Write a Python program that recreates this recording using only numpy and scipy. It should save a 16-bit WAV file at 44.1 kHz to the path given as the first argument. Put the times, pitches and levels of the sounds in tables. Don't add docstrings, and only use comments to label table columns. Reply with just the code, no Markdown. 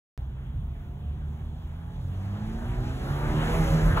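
import sys
import numpy as np
from scipy import signal
from scipy.fft import rfft, irfft
from scipy.io import wavfile
from scipy.ndimage import uniform_filter1d

SR = 44100
rng = np.random.default_rng(int(sys.argv[2]) if len(sys.argv) > 2 else 0)


def master_out(mix):
    frames = np.transpose(np.atleast_2d(mix))
    ceiling = np.clip(frames, -1, 1)
    pcm = np.round(ceiling * 32767).astype(np.int16)
    wavfile.write(sys.argv[1], SR, pcm)


N = 176400

# [pitch_hz, density_db, relative]
HUM_SPECTRUM = [(70, 1), (130, -7), (200, -8), (260, -19.5), (350, -16.5), (550, -29), (900, -24),
                (1400, -30), (2200, -44), (3400, -32.5), (5500, -65.5), (12300, -50), (15700, -48.5)]
HUM_DB, HUM_FLICKER_DB = -46.5, 2

# [time_s, level_db]
RUMBLE_LEVEL = [(0.2, -38), (0.4, -41), (0.59, -32), (0.74, -36), (1.11, -37.5), (2.19, -38), (2.78, -29.5),
                (2.97, -30), (3.21, -31.5), (3.31, -25), (3.46, -31.5), (3.58, -23), (3.8, -29.5),
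                (3.89, -21), (4.0, -31.5)]
# [pitch_hz, density_db, relative]
RUMBLE_SPECTRUM = [(18, -19), (26, -33.5), (36, -1), (48, 0), (62, -6), (85, -5.5), (125, -6.5), (170, -16),
                   (250, -23.5), (400, -50)]

# [time_s, roar_level_db, hiss_level_db]
ROAR_AND_HISS_LEVEL = [(.2, -58.5, -74), (1, -57, -72.5), (1.85, -55, -69.5), (2.1, -51, -65),
                       (2.4, -45.5, -62.5), (2.7, -43.5, -60), (3, -40.5, -56.5), (3.1, -38, -54.5),
                       (3.3, -36.5, -52.5), (3.55, -31, -46.5), (3.7, -34, -47), (3.94, -33.5, -50.5)]
# [pitch_hz, density_db, relative]
HISS_SPECTRUM = [(1500, -8), (3000, 5), (4000, 4), (5000, 0), (7000, 1), (8700, -1), (12300, -2),
                 (12900, -8), (15700, -8)]
HISS_SWELL_DB, HISS_FLICKER_DB, HISS_FLICKER_HZ = .6, 1.4, 22
# [pitch_hz, density_db, relative]
ROAR_SPECTRUM = [(100, -4.5), (200, 6), (330, 1.5), (500, -1), (800, -0.5), (1100, -6.5), (1600, -6),
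                 (2200, -11.5), (3200, -15.5), (5000, -31.5)]
PUFF_DEPTH = 0.04

# [pitch_hz, density_db, relative]
BARK_SPECTRUM = [(300, -20), (600, -5), (1000, -3.5), (1400, -5.5), (2000, -22), (3000, -22), (6000, -40)]
BARK_START_S, BARK_DB, BARK_RISE_S, BARK_T60_S = 3.96, -22, 0.014, 0.25

# [time_s, level_db]
WHINE_LEVEL = [(.55, -72), (.7, -65), (1.15, -61), (1.24, -74), (1.55, -68), (1.76, -64), (1.85, -55),
               (1.97, -55), (2.03, -72), (4, -66)]
WHINE_MULTIPLE = 10
WHINE_FLICKER_DB = 1.5

# [middle_s, length_s, shaft_multiple, level_db]
ORDER_FLARES = [(2.08, .2, 3, -42), (2.16, .22, 13, -57), (2.37, .14, 13, -54), (2.39, .2, 16, -50),
                (2.71, .12, 22, -55), (3.1, .2, 20, -49), (3.15, .3, 16, -47), (3.13, .26, 12, -44),
                (3.16, .16, 8, -45), (3.41, .2, 12, -44), (3.4, .2, 14, -42), (3.58, .16, 8, -37),
                (3.71, .18, 7, -37), (3.82, .14, 12, -41)]
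# [centre_hz, width_hz, gain_db]
CABIN_MODES = [(130, 45, 14.5), (495, 39, -17)]
# [level_db, relative]
ORDER_DB = [4, 0.9, -4.5, -6, -14, -2, -5.5, -5.5, 0, -13.5, -10.5, -3]
# [time_s, level_db]
LOAD_LEVEL = [(.2, -66.5), (1.8, -66), (2.2, -57.5), (2.7, -52.5), (3.05, -51), (3.4, -41.5), (3.6, -44.5),
              (4, -48)]
RASP_DB, RASP_DB_PER_OCTAVE = -9.5, -7
ORDER_STEADY, FLARE_STEADY = .45, .8
WAVER_HZ = 16

# [time_s, rate_hz]
FIRING_RATE = [(.2, 64.3), (.65, 68), (1.2, 73.5), (1.6, 78.5), (1.8, 81.8), (2, 86.3), (2.15, 93),
               (2.35, 102), (2.79, 123.7), (3.1, 140), (3.3, 149.5), (3.45, 157), (3.57, 163), (3.7, 157),
               (3.85, 157), (4, 159)]
JITTER, JITTER_HZ = 0.002, 12
# [time_s, level_db]
BOOM_LEVEL = [(.2, -35), (.45, -41.5), (.69, -33), (.85, -46.5), (1.1, -33.5), (1.5, -35.5), (1.84, -43.5),
              (2.2, -32), (2.4, -36.5), (2.7, -44.5), (2.78, -32), (3.03, -44), (3.11, -28), (3.2, -34),
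              (3.37, -26), (3.54, -33.5), (3.61, -21.5), (3.68, -35), (3.75, -19), (3.82, -30), (3.86, -21),
              (4, -43)]
# [time_s, level_db]
OCTAVE_LEVEL = [(.2, -40.5), (.45, -47), (.6, -38), (.75, -45), (1.1, -43.5), (1.6, -46.5), (1.9, -44.5),
                (2.22, -47), (2.32, -39.5), (2.55, -37), (2.72, -46), (2.9, -41), (3.1, -50), (3.35, -36.5),
                (3.55, -45.5), (3.7, -36.5), (4, -63)]
# [time_s, level_db]
THIRD_LEVEL = [(.2, -62), (.75, -68), (1, -55.5), (1.5, -50.5), (1.7, -59), (2.35, -55), (2.5, -52.5),
               (2.8, -45), (3.2, -69), (3.5, -36), (3.62, -45), (4, -47.5)]

# [pitch_hz, left_lead_rad, likeness_0_to_1, left_minus_right_db]
PORT_RESPONSE = [(20, 0, .999, -.3), (70, .02, .995, -.8), (140, .03, .98, -1.9), (300, .05, .87, -2.6),
                 (480, .1, .62, -1.5), (850, 1.2, .45, 0), (1500, 1.3, .55, .3), (2800, 2.5, .65, .4),
                 (4000, 2.2, .8, 0), (4700, 3.14, .98, 0), (15300, 18.85, .98, 0)]
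START_S, TOP_HZ = .1770, 15700

TIME_S = np.arange(N) / SR
BIN_HZ = np.arange(N // 2 + 1) * SR / N


def undb(db):
    return np.exp(np.asarray(db) * (np.log(10) / 20))


def curve(table, column=1):
    rows = np.array(table)
    return np.interp(TIME_S, rows[:, 0], rows[:, column])


def colour_db(table, hz):
    rows = np.array(table)
    return np.interp(np.log(np.maximum(hz, 1)), np.log(rows[:, 0]), rows[:, 1])


def walk(rate_hz):
    held = np.repeat(rng.standard_normal(400), 8)
    slewed = uniform_filter1d(uniform_filter1d(held, size=8), size=8)
    position = np.arange(N) * (8 * min(rate_hz, 90) / SR)
    return 1.3 * np.interp(position, np.arange(len(held)), slewed)


def coloured(colour):
    return rfft(rng.standard_normal((2, N))) * undb(colour_db(colour, BIN_HZ))


def noise(colour, shared_db, own_db, own_hz):
    spectra = coloured(colour)
    lowest_hz, highest_hz = colour[0][0], colour[-1][0]
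    place = 2 * np.log2(np.maximum(BIN_HZ, 1) / lowest_hz)
    swell_db = shared_db * walk(7.28)
    out = 0
    for band in range(int(2 * np.log2(highest_hz / lowest_hz)) + 2):
        share = np.clip(1 - abs(place - band), 0, 1)
        flicker_db = own_db * walk(own_hz)
        out = out + irfft(spectra * share, N) * undb(swell_db + flicker_db)
    return out / np.sqrt(np.mean(out ** 2))


def hum():
    return undb(HUM_DB) * noise(HUM_SPECTRUM, 0.33, HUM_FLICKER_DB, 14)


def road_rumble():
    return undb(curve(RUMBLE_LEVEL)) * noise(RUMBLE_SPECTRUM, 1.0, 1.0, 3.65)


def tyre_hiss():
    hiss = noise(HISS_SPECTRUM, HISS_SWELL_DB, HISS_FLICKER_DB, HISS_FLICKER_HZ)
    return undb(curve(ROAR_AND_HISS_LEVEL, column=2)) * hiss


def exhaust_roar(turns):
    puff = 1 + PUFF_DEPTH * np.cos(2 * np.pi * turns)
    return undb(curve(ROAR_AND_HISS_LEVEL)) * puff * noise(ROAR_SPECTRUM, 0.095, 2.78, 18)


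def exhaust_bark():
    age_s = TIME_S - BARK_START_S
    rise = np.clip(age_s / BARK_RISE_S, 0, 1)
    decay = undb(BARK_DB - 60 * np.maximum(age_s, 0) / BARK_T60_S)
    gas = irfft(coloured(BARK_SPECTRUM), N)
    return rise * decay * gas / gas.std()


def phase(multiple, turns):
    return 2 * np.pi * (multiple * turns + rng.random())


def tone(multiple, turns):
    return np.sqrt(2) * np.cos(phase(multiple, turns))


def wavering_tone(multiple, turns, steady=ORDER_STEADY):
    angle = phase(multiple, turns)
    in_phase = steady + (1 - steady) * walk(WAVER_HZ)
    quadrature = (1 - steady) * walk(WAVER_HZ)
    return np.sqrt(2) * (in_phase * np.cos(angle) + quadrature * np.sin(angle))


def gear_whine(turns):
    level_db = curve(WHINE_LEVEL) + WHINE_FLICKER_DB * walk(18.35)
    return undb(level_db) * tone(WHINE_MULTIPLE, turns)


def cabin_gain(hz):
    gain_db = 0
    for centre_hz, width_hz, peak_db in CABIN_MODES:
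        gain_db = gain_db + peak_db / (1 + (2 * (hz - centre_hz) / width_hz) ** 2)
    return undb(gain_db)


def engine_orders(firing_hz, turns):
    orders = 0
    for shaft_multiple, level_db in zip(np.r_[3, 5, 7:17], ORDER_DB):
        multiple = shaft_multiple / 2
        orders = orders + undb(level_db) * cabin_gain(multiple * firing_hz) * wavering_tone(multiple, turns)
    rasp = 0
    for shaft_multiple in range(17, 29):
        level_db = RASP_DB + RASP_DB_PER_OCTAVE * np.log2(shaft_multiple / 17)
        rasp = rasp + undb(level_db) * wavering_tone(shaft_multiple / 2, turns)
    return undb(curve(LOAD_LEVEL)) * (orders + rasp)


def order_flares(turns):
    flares = 0
    for middle_s, length_s, shaft_multiple, level_db in ORDER_FLARES:
        swell = np.cos(np.pi * np.clip((TIME_S - middle_s) / length_s, -.5, .5))
        flares = flares + undb(level_db) * swell * wavering_tone(shaft_multiple / 2, turns, FLARE_STEADY)
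    return flares


def firing_boom(turns):
    boom = undb(curve(BOOM_LEVEL)) * tone(1, turns)
    octave = undb(curve(OCTAVE_LEVEL)) * tone(2, turns)
    third = undb(curve(THIRD_LEVEL)) * tone(3, turns)
    return boom + octave + third


def engine(firing_hz, turns):
    return gear_whine(turns) + engine_orders(firing_hz, turns) + order_flares(turns) + firing_boom(turns)


def ports(alike, unlike):
    rows = np.array(PORT_RESPONSE)
    lead_rad, like, pan_db = (np.interp(BIN_HZ, rows[:, 0], rows[:, k]) for k in (1, 2, 3))
    like = np.clip(like, 0, 1)
    side = np.array([[1], [-1]])
    common = np.sqrt((1 + like) / 2) * rfft(alike)
    different = side * np.sqrt((1 - like) / 2) * rfft(unlike)
    shift = np.exp(.5j * side * lead_rad)
    return irfft((common + different) * shift * undb(side * pan_db / 2), N)


def scene():
    firing_hz = curve(FIRING_RATE) * (1 + JITTER * walk(JITTER_HZ))
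    turns = np.cumsum(firing_hz) / SR
    air = hum() + road_rumble() + tyre_hiss() + exhaust_roar(turns) + exhaust_bark()
    return ports(air[0] + engine(firing_hz, turns), air[1])


def record(dry):
    opened = dry * (np.arange(N) >= START_S * SR)
    low_pass = signal.ellip(16, .2, 100, TOP_HZ, fs=SR, output="sos")
    return signal.sosfilt(low_pass, opened)


dry = scene()
out = record(dry)
master_out(out)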